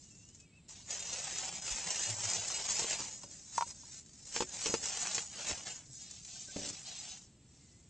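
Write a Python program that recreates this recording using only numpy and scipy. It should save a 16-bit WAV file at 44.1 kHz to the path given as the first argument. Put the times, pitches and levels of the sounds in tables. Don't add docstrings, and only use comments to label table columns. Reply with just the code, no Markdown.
import sys
import numpy as np
from scipy import signal
from scipy.fft import rfft, irfft, next_fast_len
from scipy.io import wavfile
from scipy.ndimage import uniform_filter1d, map_coordinates

SR = 44100
rng = np.random.default_rng(int(sys.argv[2]) if len(sys.argv) > 2 else 0)


def to_wav(sig):
    pcm = np.clip(np.atleast_2d(sig), -1, 1) * 32767
    pcm = np.round(pcm).astype(np.int16)
    wavfile.write(sys.argv[1], SR, pcm.T)


N = 348192
TIME = np.arange(N) / SR


def amp(db):
    return 10 ** (np.asarray(db) / 20)


def unit(x):
    return x / np.sqrt(np.mean(x ** 2) + 1e-20)


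def along(points, hz):
    point_hz, values = np.transpose(points)
    return np.interp(np.log(hz + 1), np.log(point_hz + 1), values)


def curves(rows):
    seconds, *columns = np.transpose(rows)
    return [np.interp(TIME, seconds, column) for column in columns]


def wobble(rate):
    points = rng.standard_normal(int(N * rate / SR) + 4)
    return map_coordinates(points, [TIME * rate])


def dying(t, t60):
    return np.exp(-np.log(1000) * t / t60)


def filtered(x, response):
    size = next_fast_len(N + SR // 2)
    hz = np.fft.rfftfreq(size, 1 / SR)
    return irfft(rfft(x, size) * response(hz), size)[..., :N]


def coloured(x, spectrum):
    return filtered(x, lambda hz: unit(amp(along(spectrum, hz))))


def add(track, s, sound):
    part = track[max(round(s * SR), 0):][:len(sound)]
    part += sound[:len(part)]


def patches(shape, frames):
    field = uniform_filter1d(rng.standard_normal(shape), size=3, axis=0)
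    return unit(uniform_filter1d(field, size=frames, axis=1))


def crackle(rate, spread_db, hiss_db):
    size_db = spread_db * np.clip(rng.standard_normal(N), -2, 2)
    size = amp(size_db) * rng.choice([-1, 1], N)
    snaps = unit(size * (rng.random(N) < rate / SR))
    return unit(snaps + amp(hiss_db) * rng.standard_normal(N))


def patchy(x, depth_db):
    z = signal.stft(x, nperseg=512)[2]
    z = z * amp(depth_db * patches(z.shape, 9))
    return unit(signal.istft(z, nperseg=512)[1][:N])


def swells(rows):
    out = np.zeros(N)
    for s, hz, db, half_length in rows:
        bell = np.exp(-((TIME - s) / half_length) ** 2)
        out += amp(db) * bell * np.sin(2 * np.pi * (hz * TIME + rng.random()))
    return out


def ring(modes, scatter_db, attack=0.00078):
    hz, db, t60 = np.transpose(modes)[:, :, None]
    t = np.arange(SR // 4) / SR
    gain = amp(db + scatter_db * rng.standard_normal(hz.shape))
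    wave = np.sum(gain * dying(t, t60) * np.sin(2 * np.pi * hz * t), axis=0)
    wave = wave * (1 - np.exp(-t / attack))
    return wave / np.abs(wave).max()


# frequency in Hz, relative strength in dB.
AIR_COLOUR = [(12, -47), (20, -13), (74, 1.5), (161, 1), (340, -10), (501, -18), (1140, -26.5), (1560, -28),
              (2670, -23.5), (3200, -24.5), (3930, -24.5), (6750, -31), (7490, -14), (8520, -28),
              (9440, -36), (12300, -71), (20800, -120)]


def air():
    return amp(-62.5) * coloured(rng.standard_normal(N), AIR_COLOUR)


# start in seconds, length in seconds,
# pitch in Hz at the start, at the middle and at the end, relative level in dB.
BIRD_NOTES = [(.02, .08, 2960, 2900, 2900, -76), (.1, .17, 2714, 2694, 2810, -71),
              (.22, .13, 2740, 2880, 3100, -72), (0.384, 0.083, 2620, 2540, 2630, -66),
              (.43, 0.12, 2420, 2285, 2170, -76), (.52, .06, 2550, 2590, 2690, -67),
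              (.565, 0.043, 2700, 2580, 2420, -63), (7.599, 0.23, 2210, 2000, 2140, -80)]
NOTE_FADE_S = 0.013


def bird(waver=0.0077, echo_db=-11, echo_t60=0.51):
    song = np.zeros(N)
    for start, length, first_hz, middle_hz, last_hz, db in BIRD_NOTES:
        progress = np.clip((TIME - start) / length, 0, 1)
        arc = np.polyfit([0, .5, 1], [first_hz, middle_hz, last_hz], 2)
        hz = np.polyval(arc, progress)
        gate = np.minimum(np.minimum(progress, 1 - progress) * length / NOTE_FADE_S, 1)
        level = amp(db + 2.7 * wobble(55))
        cycles = np.cumsum(hz * (1 + waver * wobble(116))) / SR
        song += gate * level * np.sin(2 * np.pi * cycles)
    t = np.arange(SR // 2) / SR
    tail = rng.standard_normal(len(t)) * dying(t, echo_t60)
    echo = signal.fftconvolve(song, tail / np.linalg.norm(tail))[:N]
    return song + amp(echo_db) * echo


# start in seconds, relative level in dB.
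THUMPS = [(3.0, -39.5), (3.236, -43), (3.661, -48), (4.43, -42), (4.692, -32.5), (5.504, -38.5),
          (5.894, -54.5), (6.479, -47), (6.5589, -26.5)]
# pitch in Hz, relative strength in dB, seconds to fall by 60 dB.
GROUND_TONES = [(120, -10, 0.12), (204, 3.5, 0.032), (286, 0, 0.049), (379, -1, 0.036), (560, 0.5, 0.036),
                (705, -7, 0.028), (1280, -14, 0.017)]
# loudest moment in seconds, pitch in Hz, level in dB,
# seconds from the crest until the level has dropped to about a third.
THROBS = [(1.73, 45, -45, 0.019), (2.118, 110, -41.5, 0.029), (2.19, 103.3, -51, 0.044),
          (2.263, 105.6, -44.5, 0.025), (2.395, 98.3, -48, 0.025), (4.49, 60.3, -59, 0.017),
          (5.53, 70.7, -44, 0.01), (5.905, 130, -53.5, 0.025)]
SQUEAKS = [(6.362, 1550, -58, 0.0051), (6.497, 1550, -55, 0.016)]
# frequency in Hz, relative strength in dB.
SHEET_COLOUR = [(100, -12), (180, -2), (280, -14.5), (380, -7.5), (620, -3), (860, -1.5), (1080, -6.5),
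                (1380, -7.5), (1800, -5), (2900, -1.5), (3700, -6), (5000, -5), (9000, -41)]
SLAP_DB, SLAP_S = -22.5, 0.01
SAG_S, SAG_DB, SAG_DB_PER_S = .016, -8, -60.5


def ground(count=11):
    out = swells(THROBS) + swells(SQUEAKS)
    flap = np.zeros(N)
    t = np.arange(SR // 8) / SR
    for s, db in THUMPS:
        delays = SAG_S * (np.arange(count) + rng.uniform(.2, .8, count))
        sags = [(delay, SAG_DB + SAG_DB_PER_S * delay) for delay in delays]
        for delay, change_db in [(0.0034, 0.007)] + sags:
            blow = ring(GROUND_TONES, scatter_db=1.5, attack=0.0016)
            add(out, s + delay, amp(db + change_db - 2.5) * blow)
            add(flap, s + delay, amp(db + change_db + SLAP_DB) * np.exp(-t / SLAP_S))
    return out + coloured(flap * rng.standard_normal(N), SHEET_COLOUR)


def stroke(start, length, attack, release):
    rise = np.clip((TIME - start) / attack, 0, 1)
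    return rise * np.exp(-np.maximum(TIME - start - length, 0) / release)


# start in seconds, length in seconds, relative level in dB.
SLIDES = [(0.71, .08, -69), (5.963, 0.23, -70), (6.249, .18, -67), (6.486, 0.29, -65), (6.825, 0.31, -63.5)]
# frequency in Hz, relative strength in dB.
CLOTH_COLOUR = [(300, -16), (560, -11), (870, -28), (1160, -4), (1400, -7.5), (1750, -6.5), (2500, 4),
                (3200, 5.5), (4100, 7.5), (5000, 6), (6500, 3), (9000, -55)]
SLIDE_ATTACK_S, SLIDE_RELEASE_S = 0.048, 0.04


def cloth(drum_hz=730, drum_q=7, drum_db=-4):
    level = sum(amp(db) * stroke(s, length, SLIDE_ATTACK_S, SLIDE_RELEASE_S) for s, length, db in SLIDES)
    rub = patchy(crackle(1500, spread_db=2, hiss_db=0), depth_db=1.6)
    b, a = signal.iirpeak(drum_hz, drum_q, SR)
    drum = unit(signal.lfilter(b, a, rng.standard_normal(N)))
    return level * (amp(11.5) * coloured(rub, CLOTH_COLOUR) + amp(drum_db) * drum)


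# frequency in Hz, relative strength in dB.
CLICK_COLOUR = [(200, -17.5), (800, -6), (2600, -3.5), (4000, -6.5), (7000, -4.5), (9000, -32.5)]


def contacts(rows, modes, click_t60, ring_db, click_db):
    body, clicks = np.zeros(N), np.zeros(N)
    t = np.arange(SR // 8) / SR
    for s, db, bright_db in rows:
        blow = ring(modes, scatter_db=1.5)
        add(body, s, amp(db + ring_db) * blow)
        add(clicks, s, amp(db + bright_db + click_db) * dying(t, click_t60))
    return body + coloured(clicks * rng.standard_normal(N), CLICK_COLOUR)


# start in seconds, relative level in dB,
# extra level of the click in dB.
KNOCKS = [(2.794, -31.5, -3), (2.822, -33, -10), (2.844, -29, -18), (2.996, -38.5, -26),
          (4.3631, -28.5, 14.5), (4.376, -40, 11), (4.4053, -18, -4), (4.4218, -22, 0), (4.659, -28, 14),
          (4.666, -26, -6), (4.682, -30.5, -4), (4.706, -34, -7), (4.74, -16, 1.5), (5.181, -32.5, 18.5),
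          (5.496, -34, -2)]
# pitch in Hz, relative strength in dB, seconds to fall by 60 dB.
GEAR_TONES = [(263, -12.5, 0.1), (370, -7, 0.098), (464, 4, 0.049), (486, 12, 0.01), (710, 8, 0.0064),
              (895, 6, 0.023), (1040, 0, 0.03), (1327, 0, 0.021), (2000, -50, 0.042), (2496, -7, 0.027)]
RATTLE_S, RATTLE_DB = .011, -13


def gear():
    delays = RATTLE_S * rng.uniform(.6, 1.4, len(KNOCKS))
    rebounds = [(s + delay, db + RATTLE_DB, bright_db) for (s, db, bright_db), delay in zip(KNOCKS, delays)]
    return contacts(list(KNOCKS) + rebounds, GEAR_TONES, click_t60=0.023, ring_db=-4.0, click_db=-13.5)


# start in seconds, relative level in dB, extra level of the click in dB.
CLACKS = [(3.235, -39.5, -9), (3.5806, -13.5, -1), (3.6095, -18, 3), (3.6222, -17, -1), (3.834, -46.5, -20)]
# pitch in Hz, relative strength in dB, seconds to fall by 60 dB.
CASE_TONES = [(953, 1, 0.048), (1038, -0.5, 0.03), (1120, -15.5, 0.0099), (1360, -7.5, 0.032),
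              (2420, -17, 0.025)]


def case():
    return contacts(CLACKS, CASE_TONES, click_t60=0.0327, ring_db=-7.0, click_db=-22)


# start in seconds, relative level in dB.
CRUMPLES = [(0.2873, -42.5), (0.3466, -40), (0.4, -39), (0.683, -41.5), (0.9065, -21.5), (1.1293, -21.5),
            (1.3841, -20), (1.6213, -26), (1.6497, -31), (1.904, -17.5), (2.4812, -18), (2.706, -17),
            (2.7927, -15.5), (3.2325, -30), (3.5771, -18.5), (4.061, -40.5), (4.092, -41), (4.2523, -34),
            (4.8554, -19.5), (5.146, -14), (5.9123, -43), (6.11, -30.5), (6.2485, -32)]
# frequency in Hz, relative strength in dB.
FILM_COLOUR = [(700, -32.5), (1300, -24.5), (1800, -16.5), (3000, -24), (3900, -10), (4700, -8),
               (5400, -3.5), (6400, 1), (7150, 2), (7700, -1), (8500, -10.5), (9050, -23), (9450, -70)]
FOLD_ATTACK_S, FOLD_DECAY_S = 0.00059, 0.0073
FOLD_BODY_DB = -24
JOLT_DB, JOLT_BODY_DB = -3.5, -14


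def crumples():
    sharp, dull = np.zeros(N), np.zeros(N)
    t = np.arange(SR // 5) / SR
    shape = np.exp(-t / FOLD_DECAY_S) * (1 - np.exp(-t / FOLD_ATTACK_S))
    folds = [(s, db, db + FOLD_BODY_DB) for s, db in CRUMPLES]
    jolts = [(s, db + JOLT_DB, db + JOLT_BODY_DB) for s, db, _ in KNOCKS]
    for s, db, body_db in folds + jolts:
        add(sharp, s, amp(db - 11.5) * shape)
        add(dull, s, amp(body_db) * shape)
    snaps, flex = rng.standard_normal((2, N))
    return coloured(snaps * sharp, FILM_COLOUR) + coloured(flex * dull, SHEET_COLOUR)


def avalanches(rate, life, steady):
    moments = np.cumsum(rng.gamma(2, .5, size=4000)) * SR / rate
    starts = np.bincount(moments[moments < N].astype(int), minlength=N) * rng.random(N)
    return unit(steady + signal.lfilter([1], [1, -np.exp(-1 / (life * SR))], starts))


# time in seconds, relative crinkle level in dB.
TURN = [(0.0, -59), (0.42, -65.5), (0.5, -85), (0.57, -78.5), (0.67, -92.5)]
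OPEN = [(0.69, -52.5), (0.78, -56), (0.85, -59.5), (0.91, -42.5), (1.04, -46.5), (1.15, -41.5),
        (1.22, -43.5), (1.37, -41.5), (1.49, -42.5), (1.51, -47), (1.57, -43.5), (1.61, -51)]
STUFF = [(1.63, -44), (1.72, -36), (1.75, -42), (2.06, -37.5), (2.15, -44), (2.19, -41), (2.27, -40),
         (2.29, -35), (2.43, -40.5), (2.59, -38), (2.61, -42), (2.81, -36), (2.86, -40), (2.91, -34.5),
         (2.98, -43), (3.0, -40), (3.28, -58.0)]
FETCH = [(3.31, -50.5), (3.47, -56), (3.57, -44), (3.65, -51), (3.71, -44), (3.73, -55.5), (3.98, -50),
         (4.05, -65.0), (4.2, -56)]
DROP = [(4.24, -58.5), (4.36, -40), (4.43, -42.5), (4.46, -52), (4.55, -43.5), (4.68, -36.5), (4.8, -46)]
LIFT = [(4.84, -40), (4.95, -40), (4.97, -39.5), (5.17, -39.5), (5.3, -52.5)]
SWING = [(5.34, -46.5), (5.46, -42), (5.49, -35), (5.54, -48), (5.61, -47), (5.65, -53), (5.67, -42),
         (5.84, -59)]
SETTLE = [(5.89, -58), (5.97, -51), (6.24, -54), (6.36, -49), (6.54, -53)]
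LEAN = [(6.56, -49), (6.69, -42.5), (6.72, -50), (7.09, -50.5), (7.24, -58), (7.27, -68), (7.37, -78),
        (7.58, -62.5), (7.89, -70.5)]
# crinkle curve, flexing of the whole sheet in dB
MOVEMENTS = [(TURN, -31), (OPEN, -9.5), (STUFF, -11.5), (FETCH, -16), (DROP, -14), (LIFT, -12.5),
             (SWING, -7.5), (SETTLE, -39), (LEAN, -13)]
FIRM_DB = -39
FLEX_GROWS = 1.316


def bag():
    rows = [(s, db, slack_db) for move, slack_db in MOVEMENTS for s, db in move]
    crinkle_db, slack_db = curves(rows)
    flex_db = FIRM_DB + slack_db + FLEX_GROWS * np.minimum(crinkle_db - FIRM_DB, 0)
    clumps_db = 0.5 * wobble(90) + 0.58 * wobble(24)
    rate = 1200 * amp(.5 * (crinkle_db - crinkle_db.max()))
    surge = avalanches(rate=260, life=0.0028, steady=1.0)
    snaps = patchy(crackle(rate, spread_db=3.5, hiss_db=7.5), depth_db=2.0)
    flex = patchy(crackle(rate, spread_db=2.5, hiss_db=2.5), depth_db=1.8)
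    crinkle = coloured(snaps * surge * amp(crinkle_db + clumps_db + 0.92), FILM_COLOUR)
    return crinkle + coloured(flex * surge * amp(flex_db + clumps_db + 6.0), SHEET_COLOUR)


def reflections(x, t60):
    hop = SR // 25
    t = np.arange(SR // 40) / SR
    out = np.zeros(N)
    window = signal.get_window("hann", 2 * hop)
    for start in range(0, N - 2 * hop, hop):
        tail = rng.standard_normal(len(t)) * dying(t, t60)
        piece = x[start:start + 2 * hop] * window
        add(out, start / SR, signal.fftconvolve(piece, tail / np.linalg.norm(tail)))
    return out


# frequency in Hz, gain in dB.
SIDE_GAIN = [(2700, -84.5), (3100, -8), (4200, -5.5), (5500, -6.5), (6900, -13.5), (7700, -52)]


def spread(x):
    z = signal.stft(x, nperseg=256)[2]
    turned = signal.istft(1j * z * patches(z.shape, 7), nperseg=256)[1][:N]
    side = filtered(turned, lambda hz: amp(along(SIDE_GAIN, hz)))
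    return np.array([x + side, x - side])


def scene():
    outdoors = air() + bird()
    rustle = cloth() + crumples() + bag()
    rustle = amp(-1.8) * (rustle + amp(-5.0) * reflections(rustle, t60=0.064))
    return spread(outdoors + ground() + gear() + case() + rustle)


TOP_HZ = 9250


def record(dry):
    return filtered(dry, lambda hz: 1 / np.sqrt(1 + (hz / TOP_HZ) ** 120))


dry = scene()
out = record(dry)
to_wav(out)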